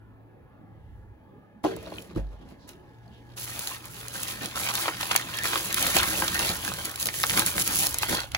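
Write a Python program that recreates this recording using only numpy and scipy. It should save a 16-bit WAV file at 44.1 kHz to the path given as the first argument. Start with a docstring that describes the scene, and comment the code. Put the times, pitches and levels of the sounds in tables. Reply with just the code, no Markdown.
"""Rummaging in plastic bags

Hands rummage in thin grocery bags in a tiled kitchen, close to a hand-held microphone pair.
First a jar is set on the counter and something heavy thumps, both ringing in damped modes.
The film crackles in swarms of tiny buckles, with louder snaps where a crease flips over.
An appliance hums and its fan blows behind it all."""
import sys
import numpy as np
from scipy import signal
from scipy.fft import rfft, irfft, next_fast_len
from scipy.io import wavfile
from scipy.ndimage import uniform_filter1d

SR = 44100
rng = np.random.default_rng(int(sys.argv[2]) if len(sys.argv) > 2 else 0)


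def put_to_file(sound):
    """Save the sound as 16-bit audio at rate SR, in the file named by the first command-line argument."""
    columns = np.atleast_2d(sound).T  # one column per channel
    safe = np.clip(columns, -1, 1)
    whole_steps = np.round(safe * 32767)
    wavfile.write(sys.argv[1], SR, whole_steps.astype(np.int16))


N = 369245

# Spectrum of small creases. Each row: frequency in Hz, relative density in dB.
CREASE_SPECTRUM = [(3000, -5.5), (5000, -4), (8000, 1), (14000, -3.5), (15500, -4.5)]


def amp(db):
    """Amplitude ratio: tenfold for every 20 dB."""
    return 10 ** (np.asarray(db) / 20)


def unit_rms(x):
    """Normalisation to unit mean power."""
    return x / np.sqrt(np.mean(x ** 2) + 1e-20)


def at_frequency(points, hz):
    """Interpolation on a logarithmic frequency axis."""
    f, value = np.transpose(points)
    return np.interp(np.log(hz + 1), np.log(f + 1), value)


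def envelope(rows, column=1):
    """Gain at every sample by interpolation in dB, silent before the first row."""
    rows = np.array(rows)
    return amp(np.interp(np.arange(N) / SR, rows[:, 0], rows[:, column], left=-150))


def coloured(x, spectrum):
    """Minimum-phase filtering at unit energy; the spectrum falls away past its ends."""
    hz = abs(np.fft.fftfreq(8192, 1 / SR))
    (low_hz, low_db), (high_hz, high_db) = spectrum[0], spectrum[-1]
    extended = [(low_hz / 4, low_db - 40), *spectrum, (high_hz * 2, high_db - 30)]
    log_gain = np.log(amp(at_frequency(extended, hz)))
    taps = np.fft.ifft(np.exp(np.conj(signal.hilbert(log_gain)))).real[:4096]
    return signal.oaconvolve(x, taps[None] / np.linalg.norm(taps), axes=1)[:, :x.shape[1]]


def resonance(noise, hz, width_hz):
    """Forced response of one resonator, at rms 1."""
    return unit_rms(signal.lfilter(*signal.iirpeak(hz, hz / width_hz, SR), noise))


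def wander(per_s):
    """Slow random fluctuation from smoothed noise, at rms 1."""
    span = int(SR / per_s)
    return unit_rms(uniform_filter1d(uniform_filter1d(rng.standard_normal(N), span), span))


def add(mix, s, sound):
    """Superposition of a sound starting at s seconds."""
    part = mix[:, round(s * SR):][:, :sound.shape[1]]
    part += sound[:, :part.shape[1]]


def random_colouring(x, depth_db, width_hz, life_s):
    """Spectral modulation: faint pitches come and go at random in the noise."""
    hz, t, spectra = signal.stft(x, SR, nperseg=1024, noverlap=896)
    field = rng.standard_normal((len(t), len(hz)))
    for _ in range(2):
        field = uniform_filter1d(field, int(life_s * SR / 128) + 1, axis=0)
        field = uniform_filter1d(field, int(width_hz / hz[1]) + 1, axis=1)
    spectra = spectra * amp(depth_db * unit_rms(field).T)
    return unit_rms(signal.istft(spectra, SR, nperseg=1024, noverlap=896)[1][:, :N])


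def fan(air_noise, drive):
    """Broadband air noise with two noise-driven resonances."""
    # Fan air and self-noise. Each row: frequency in Hz, relative density in dB.
    air_spectrum = [(60, -6.5), (110, -1.5), (300, -4.5), (600, -15), (1400, -22), (2200, -30.5),
                    (3500, -41), (6000, -54), (15800, -45)]
    # The fan's resonant frequencies in Hz.
    centres_hz = [845, 1685]
    # One resonance per frequency. Each row: bandwidth in Hz, base level in dB.
    peaks = [(45, -67), (60, -70.5)]
    # They grow as the microphones turn to the fan. Each row: time in seconds, gain in dB.
    turning = [(.0, -3.5), (.9, -2), (3.3, 3.5)]
    level = amp(-54 + 1.2 * wander(per_s=4))
    air = level * random_colouring(coloured(air_noise, air_spectrum), depth_db=3.5, width_hz=45, life_s=0.1)
    for hz, (width_hz, db) in zip(centres_hz, peaks):
        air += amp(db) * envelope(turning) * resonance(drive, hz, width_hz)
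    return air


def hum():
    """The appliance's tone wavers by slow frequency and amplitude modulation."""
    # Course of the hum. Each row: time in seconds, level in dB, frequency in Hz.
    course = [(0, -51.5, 109), (.3, -53, 110), (.47, -62, 107.6), (.7, -49, 106.9), (1.498, -67, 105.9),
              (2.6, -60, 111.3), (3.3, -49, 119.2), (8.37, -47.5, 120)]
    times, _, pitches = np.transpose(course)
    hz = np.interp(np.arange(N) / SR, times, pitches) + 0.8 * wander(per_s=11)
    cycles = np.cumsum(hz) / SR + np.array([[0], [0.35]])
    flutter_db = 1.3 * wander(per_s=34) + 1.1 * wander(per_s=9.3)
    return envelope(course) * amp(flutter_db) * np.sqrt(2) * np.sin(2 * np.pi * cycles)


def handling_rumble(noise):
    """Structure-borne noise of the microphones moving in the hand."""
    # Course of the rumble. Each row: time in seconds, level in dB.
    levels = [(0.0, -60), (0.7, -67), (0.8, -51), (0.98, -44), (1.47, -72), (1.68, -56), (2.05, -87),
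              (2.19, -45), (2.49, -58.5), (5.64, -54.5), (6.01, -35.5), (6.11, -50), (6.45, -46.5),
              (7.25, -55.5), (7.32, -45), (8.0, -47), (8.11, -41), (8.37, -44)]
    # Its spectrum. Each row: frequency in Hz, relative density in dB.
    spectrum = [(20, -12), (40, -10.5), (55, -1), (90, -0.5), (200, -30)]
    return envelope(levels) * unit_rms(coloured(noise, spectrum))


def kitchen(x):
    """Reverberation: sparse reflections of random sign, each band decaying at its own rate."""
    # Decay of the tiled room. Each row: frequency in Hz, reverberation time in seconds.
    decay_times = [(100, 0.1), (500, 0.12), (2000, 0.077), (8000, 0.036)]
    taps = np.zeros((2, SR // 2))
    slots = np.arange(130, SR // 2 - 20, 20)
    arrivals = slots + rng.integers(0, 20, (2, len(slots)))
    np.put_along_axis(taps, arrivals, rng.choice([-1., 1.], arrivals.shape), 1)
    hz, t, spectra = signal.stft(taps, SR, nperseg=256)
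    decay = amp(-60 * t / at_frequency(decay_times, hz)[:, None])
    tail = signal.istft(spectra * decay, SR, nperseg=256)[1]
    return signal.oaconvolve(x, tail / np.linalg.norm(tail[0]), axes=1)[:, :N]


def burst(rise_s, t60):
    """Envelope of a sudden release: quadratic growth, then exponential decay."""
    t = np.arange(1500) / SR
    return np.clip(t / rise_s, 0, 1) ** 2 * amp(-60 * np.maximum(t - rise_s, 0) / t60)


def transient(peak_db, spectrum, rise_s, t60, crack):
    """Impulsive excitation: one hard crack inside a short ragged run of smaller ones."""
    run = rng.standard_normal((2, 1500)) * amp(5.4 * rng.standard_normal(1500)) * burst(rise_s, t60)
    impulse = crack * (np.arange(1500) == round(rise_s * SR))
    sound = coloured(run + impulse, spectrum)
    return amp(peak_db) * sound / abs(sound).max(1, keepdims=True)


def ring(modes):
    """Free vibration of damped modes with a soft onset, a quarter cycle apart in the two channels."""
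    t = np.arange(SR // 2) / SR
    out = np.zeros((2, len(t)))
    for hz, db, t60 in modes:
        cycles = hz * t + 0.11 * rng.random() + np.array([[0], [0.25]])
        onset = 1 - np.exp(-t * hz / 0.87)
        out += onset * amp(db - 60 * t / t60) * np.sin(2 * np.pi * cycles)
    return out / 2


def knocks():
    """Impacts excite modes: the jar rocks down, its lid clinks, then something heavy thumps."""
    # The jar's blows on the counter. Each row: start in seconds, gain in dB.
    blows = [(1.639, -31.5), (1.646, -25.5), (1.652, -26), (1.717, -39.5), (1.766, -43), (1.92, -40.5)]
    # Contact noise of a blow. Each row: frequency in Hz, relative density in dB.
    contact = [(200, -32), (400, 19), (1000, 8), (2000, -19), (4000, -20), (12000, -64)]
    # Three sets of modes. Each row: frequency in Hz, relative level in dB, 60 dB decay time in seconds.
    jar_and_counter = [(103, 1, .8), (320, 14, 0.05), (382, 3, 0.33), (447, 3, 0.3), (600, 8, 0.05),
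                       (1000, 6, 0.04)]
    lid = [(2530, 7, 0.017), (2950, 9.5, 0.012)]
    cabinet_and_floor = [(50, -7, 0.6), (107, 1, 0.12), (151, -16, 0.35), (330, -2, 0.06),
                         (1200, -9, 0.015)]
    out = np.zeros((2, N))
    for s, db in blows:
        add(out, s, amp(db) * ring(jar_and_counter))
        add(out, s, transient(db + 10, contact, rise_s=0.00212, t60=0.025, crack=5.6))
    add(out, 1.9835, amp(-26) * ring(lid))
    add(out, 2.161, amp(-11) * ring(cabinet_and_floor))
    return out


def swishes():
    """Friction noise: a sleeve, then taut film, rubs in soft swells of resonant hiss."""
    # Each row: start in seconds, length in seconds, level in dB, centre in Hz, quality factor.
    strokes = [(0.603, 0.53, -78, 3130, 2.6), (2.327, 0.18, -67, 3130, 3), (2.564, 0.14, -61.5, 4300, 1.7),
               (3.076, .17, -61, 3120, 2.3), (5.26, 0.31, -36.5, 1780, 7.5)]
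    out = np.zeros((2, N))
    for s, length_s, db, hz, q in strokes:
        noise = rng.standard_normal((2, SR // 2))[:, :int(length_s * SR)]
        hiss = resonance(resonance(noise, hz, hz / q), hz, hz / q)
        add(out, s, amp(db) * np.hanning(hiss.shape[1]) * hiss)
    return out


def swarm(spectrum, per_s, spread_db, rise_s, t60, q, hiss_share, crack_share):
    """Shot noise of buckles over a sliding hiss: some ring at one pitch, some crack across the band."""
    size_db = spread_db * np.minimum(rng.exponential(1, N), 2.5) + 2.6 * wander(per_s=17)
    buckles = amp(size_db) * (rng.random(N) < per_s / SR)
    kind = rng.integers(0, 8, N)

    def excitation(chosen):
        """Noise carrying the summed power of the chosen buckles."""
        power = signal.oaconvolve(buckles ** 2 * chosen, burst(rise_s, t60) ** 2)[:N]
        return np.sqrt(abs(power)) * rng.standard_normal((2, N))

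    # Small patches of film ring high, large ones low.
    pitches = np.geomspace(spectrum[1][0], spectrum[-2][0], 6)
    ringing = np.zeros((2, N))
    for k, hz in enumerate(pitches):
        gain = amp(at_frequency(spectrum, hz)) * np.sqrt(hz)
        ringing += gain * resonance(excitation(kind == k), hz, hz / q)
    cracks = unit_rms(coloured(excitation(kind >= len(pitches)), spectrum))
    hiss = unit_rms(coloured(rng.standard_normal((2, N)), spectrum))
    crackle = np.sqrt(1 - crack_share) * unit_rms(ringing) + np.sqrt(crack_share) * cracks
    return np.sqrt(1 - hiss_share) * crackle + np.sqrt(hiss_share) * hiss


def rummaging(layer):
    """Gain of one film layer: steady rustle and squeezes are incoherent, so their powers add."""
    # Rustle of the jar's wrapper, then of the bags.
    # Each row: time in seconds, then levels in dB of creases, folds and swing (layers 0, 1, 2).
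    rustle = [(1.631, -71, -81, -53), (1.641, -48, -33.5, -34), (1.747, -64, -48, -43.5),
              (1.998, -53, -53, -43.5), (2.116, -70, -59, -49.5), (2.33, -89, -70, -50),
              (3.007, -77, -69, -67.5), (3.36, -66, -63, -58), (3.8, -55, -51.5, -66),
              (4.06, -41.5, -47, -56.5), (4.53, -46.5, -43.5, -54), (4.95, -43, -41, -52.5),
              (5.4, -40, -38, -46.5), (5.9, -32.5, -31.5, -42), (6.36, -31.5, -31, -42.5),
              (6.97, -41.5, -45, -52.5), (7.3, -34, -40.5, -44), (7.93, -35.5, -39.5, -47.5),
              (8.2, -42, -34, -56), (8.3, -60, -51.5, -58), (8.372, -49, -50, -63)]
    # The hand closes on the film. Each row: start and hold in seconds, then the same three levels.
    squeezes = [(2.146, 0.016, -60, -52, -35.5), (2.476, 0.0091, -63, -57, -61),
                (2.67, 0.0038, -54, -48.5, -56.5), (3.361, 0.072, -38, -46, -54),
                (3.458, 0.27, -37.5, -40.5, -52.5), (3.835, 0.011, -49, -64, -60),
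                (3.928, 0.062, -48, -46.5, -71), (4.126, 0.11, -37, -39, -47),
                (4.266, 0.041, -35, -37.5, -50), (4.402, 0.028, -43, -33.5, -41.5),
                (4.548, 0.14, -32, -33.5, -43.5), (4.726, 0.15, -33.5, -31, -48.5),
                (4.993, 0.01, -37, -30.5, -53), (5.086, 0.1, -38.5, -34, -49),
                (5.435, 0.13, -30.5, -30.5, -42.5), (5.757, 0.13, -27, -31, -48),
                (5.937, 0.017, -26, -23.5, -36.5), (6.064, 0.17, -29.5, -38.5, -38.5),
                (6.389, 0.1, -31.5, -30, -37), (6.63, 0.046, -34.5, -35, -44.5),
                (6.835, 0.0036, -34.5, -36, -42), (6.988, 0.0052, -26.5, -41, -62),
                (7.05, 0.0073, -32, -38, -43.5), (7.125, 0.075, -29.5, -42, -63),
                (7.278, 0.076, -28, -39, -39), (7.359, 0.0048, -20, -23.5, -28.5),
                (7.449, 0.011, -22.5, -35, -37.5), (7.543, 0.043, -31, -38, -34),
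                (7.654, 0.18, -28, -34, -40), (8.007, 0.0061, -28, -55, -40), (8.078, 0.053, -26, -29, -33),
                (8.323, 0.0065, -64, -41.5, -47)]
    close_s, relax_db_per_s = 0.016, 252
    t = np.arange(SR // 2) / SR
    power = envelope(rustle, column=layer + 1)[None] ** 2
    for s, hold_s, *levels_db in squeezes:
        closing = np.minimum(t / close_s, 1)
        relaxing = amp(-relax_db_per_s * np.maximum(t - close_s - hold_s, 0))
        add(power, s, (amp(levels_db[layer]) * closing * relaxing)[None] ** 2)
    return np.sqrt(power[0])


def crumple():
    """Buckling of thin film: small creases tick high, wide folds pop lower, the swinging bag puffs."""
    # Spectra of the folds and of the swing. Each row: frequency in Hz, relative density in dB.
    fold_spectrum = [(300, -14.5), (700, -3), (1200, 1), (2500, 0), (4000, -0.5), (7000, -11)]
    swing_spectrum = [(60, 1), (170, 3), (300, -0.5), (600, -7), (1200, -24)]
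    creases = swarm(CREASE_SPECTRUM, per_s=1100, spread_db=3.5, rise_s=0.0026, t60=0.005,
                    q=0.96, hiss_share=0.21, crack_share=0.35)
    folds = swarm(fold_spectrum, per_s=500, spread_db=5.5, rise_s=0.0034, t60=0.012,
                  q=2.7, hiss_share=0.38, crack_share=0.28)
    swing = swarm(swing_spectrum, per_s=120, spread_db=3.5, rise_s=0.0052, t60=0.077,
                  q=1.85, hiss_share=0.59, crack_share=0.27)
    folds = random_colouring(folds, depth_db=2.6, width_hz=200, life_s=0.04)
    swing = random_colouring(swing, depth_db=3, width_hz=60, life_s=0.059)
    return rummaging(0) * creases + rummaging(1) * folds + rummaging(2) * swing


def snaps():
    """Snap-through: single creases and folds flip over, giving the loudest ticks and pops."""
    # Small creases. Each row: start in seconds, peak level in dB.
    ticks = [(1.7636, -30), (1.827, -32), (2.021, -31), (2.161, -39), (2.189, -50), (2.69, -29),
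             (3.429, -23), (3.5912, -13), (3.672, -17), (3.854, -23), (4.0816, -16), (4.231, -12),
             (4.457, -16), (4.738, -13), (4.752, -8), (5.009, -16), (5.1605, -0.5), (5.37, -16.5),
             (5.3851, -14.5), (5.434, -12), (5.726, -10), (5.7424, -5.5), (5.825, -4.5), (5.867, -7),
             (5.966, -2.5), (6.03, -7.5), (6.106, -22), (6.277, -14), (6.344, -11), (6.391, -6.5),
             (6.648, -11.5), (6.7366, -11.5), (6.849, -14), (6.8535, -12.5), (6.894, -19), (6.913, -19),
             (6.9574, -15), (7.026, -10), (7.056, -7), (7.0682, -6), (7.231, -4.5), (7.266, -8.5),
             (7.3017, -6.5), (7.3928, 1), (7.4615, -1), (7.599, -18), (7.675, -4), (7.787, -6.5),
             (7.8673, -5), (7.942, -8.5), (7.984, -8.5), (8.024, -13), (8.146, -13), (8.317, -30),
             (8.346, -18)]
    # Wide folds. Each row: start in seconds, peak level in dB, pitch in Hz.
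    pops = [(3.671, -16, 4030), (4.43, -25, 3800), (4.456, -15.5, 3950), (4.686, -14.5, 2750),
            (4.6976, -17, 1010), (4.752, -17, 3900), (4.778, -22, 1010), (4.855, -16, 1094),
            (4.8786, -11.5, 1346), (4.885, -15.5, 1000), (5.0276, -14.5, 1760), (5.11, -12.5, 1190),
            (5.1137, -11.5, 3220), (5.15, -10.5, 1010), (5.1596, -6, 2570), (5.386, -14.5, 2500),
            (5.53, -14, 1190), (5.555, -13, 1284), (5.779, -23, 2040), (5.8676, -17, 2140),
            (5.9648, -8.5, 840), (6.0295, -12.5, 1510), (6.0375, -13, 1750), (6.2198, -11, 990),
            (6.2788, -10, 3340), (6.676, -19.5, 1610), (6.7157, -21.5, 1320), (6.956, -23, 3300),
            (7.026, -16, 4360), (7.085, -12.5, 1990), (7.139, -22.5, 2000), (7.2352, -8, 1455),
            (7.2943, -10.5, 2570), (7.307, -14.5, 1710), (7.336, -17.5, 1520), (7.3723, -10.5, 1710),
            (7.468, -15, 1890), (7.578, -11.5, 1850), (7.941, -23.5, 885), (8.029, -12, 1760),
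            (8.03, -12.5, 1110), (8.125, -18, 602), (8.2027, -20, 3700), (8.316, -23.5, 3405),
            (8.346, -8, 1990)]
    out = np.zeros((2, N))
    for s, db in ticks:
        add(out, s, transient(db, [(1500, -15)] + CREASE_SPECTRUM, rise_s=0.002, t60=0.0065, crack=4))
    for s, db, hz in pops:
        spectrum = [(hz / 3, -12), (hz / 1.48, -8), (hz, 0), (hz * 1.46, -8), (hz * 3, -10)]
        add(out, s, transient(db, spectrum, rise_s=0.0028, t60=0.012, crack=3.3))
    return out


def scene():
    """Superposition of the bags, the knocks, their reverberation and the background."""
    bags = crumple() + snaps() + swishes()
    hits = knocks()
    reverberation = kitchen(amp(-12) * bags + amp(-12.5) * hits)
    air_noise, drive = rng.standard_normal((2, 2, N))
    background = fan(air_noise, drive) + hum() + handling_rumble(drive)
    return background + reverberation + hits + bags


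def record(dry):
    """Partial coherence between two microphones, then soft saturation and a band limit."""
    # The microphone pair. Each row: frequency in Hz, coherence from 0 to 1,
    # phase lead of the right channel in cycles, gain of the left in dB.
    ports = [(0, 0.97, 0.25, -1), (143, 0.87, -0.02, -2.5), (416, 0.53, 0.11, 1), (910, 0.39, -0.11, 0.4),
             (1380, 0.98, -0.22, -1), (2570, 0.43, -0.35, -1), (4100, 0.09, -0.79, -2),
             (5970, 0.26, -1.9, -4.5), (8215, 1, -1.562, 0), (18770, 1, 0.61, -0.5)]
    ceiling, cutoff_hz = 1.2, 15900
    size = next_fast_len(N + 4096)
    hz = np.fft.rfftfreq(size, 1 / SR)
    port_hz, *columns = np.transpose(ports)
    coherence, lead, left_db = (np.interp(hz, port_hz, c) for c in columns)
    lead *= np.minimum(hz / 250, 1)  # the longest waves reach both microphones in step
    left, other = rfft(dry, size)
    right = coherence * np.exp(2j * np.pi * lead) * left + np.sqrt(1 - coherence ** 2) * other
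    pair = irfft(np.array([left * amp(left_db), right]), size)[:, :N]
    pair = ceiling * np.tanh(pair / ceiling)
    low_pass = signal.firwin(255, cutoff_hz, window=("kaiser", 9), fs=SR)
    return signal.oaconvolve(pair, low_pass[None], "same")


dry = scene()
out = record(dry)
put_to_file(out)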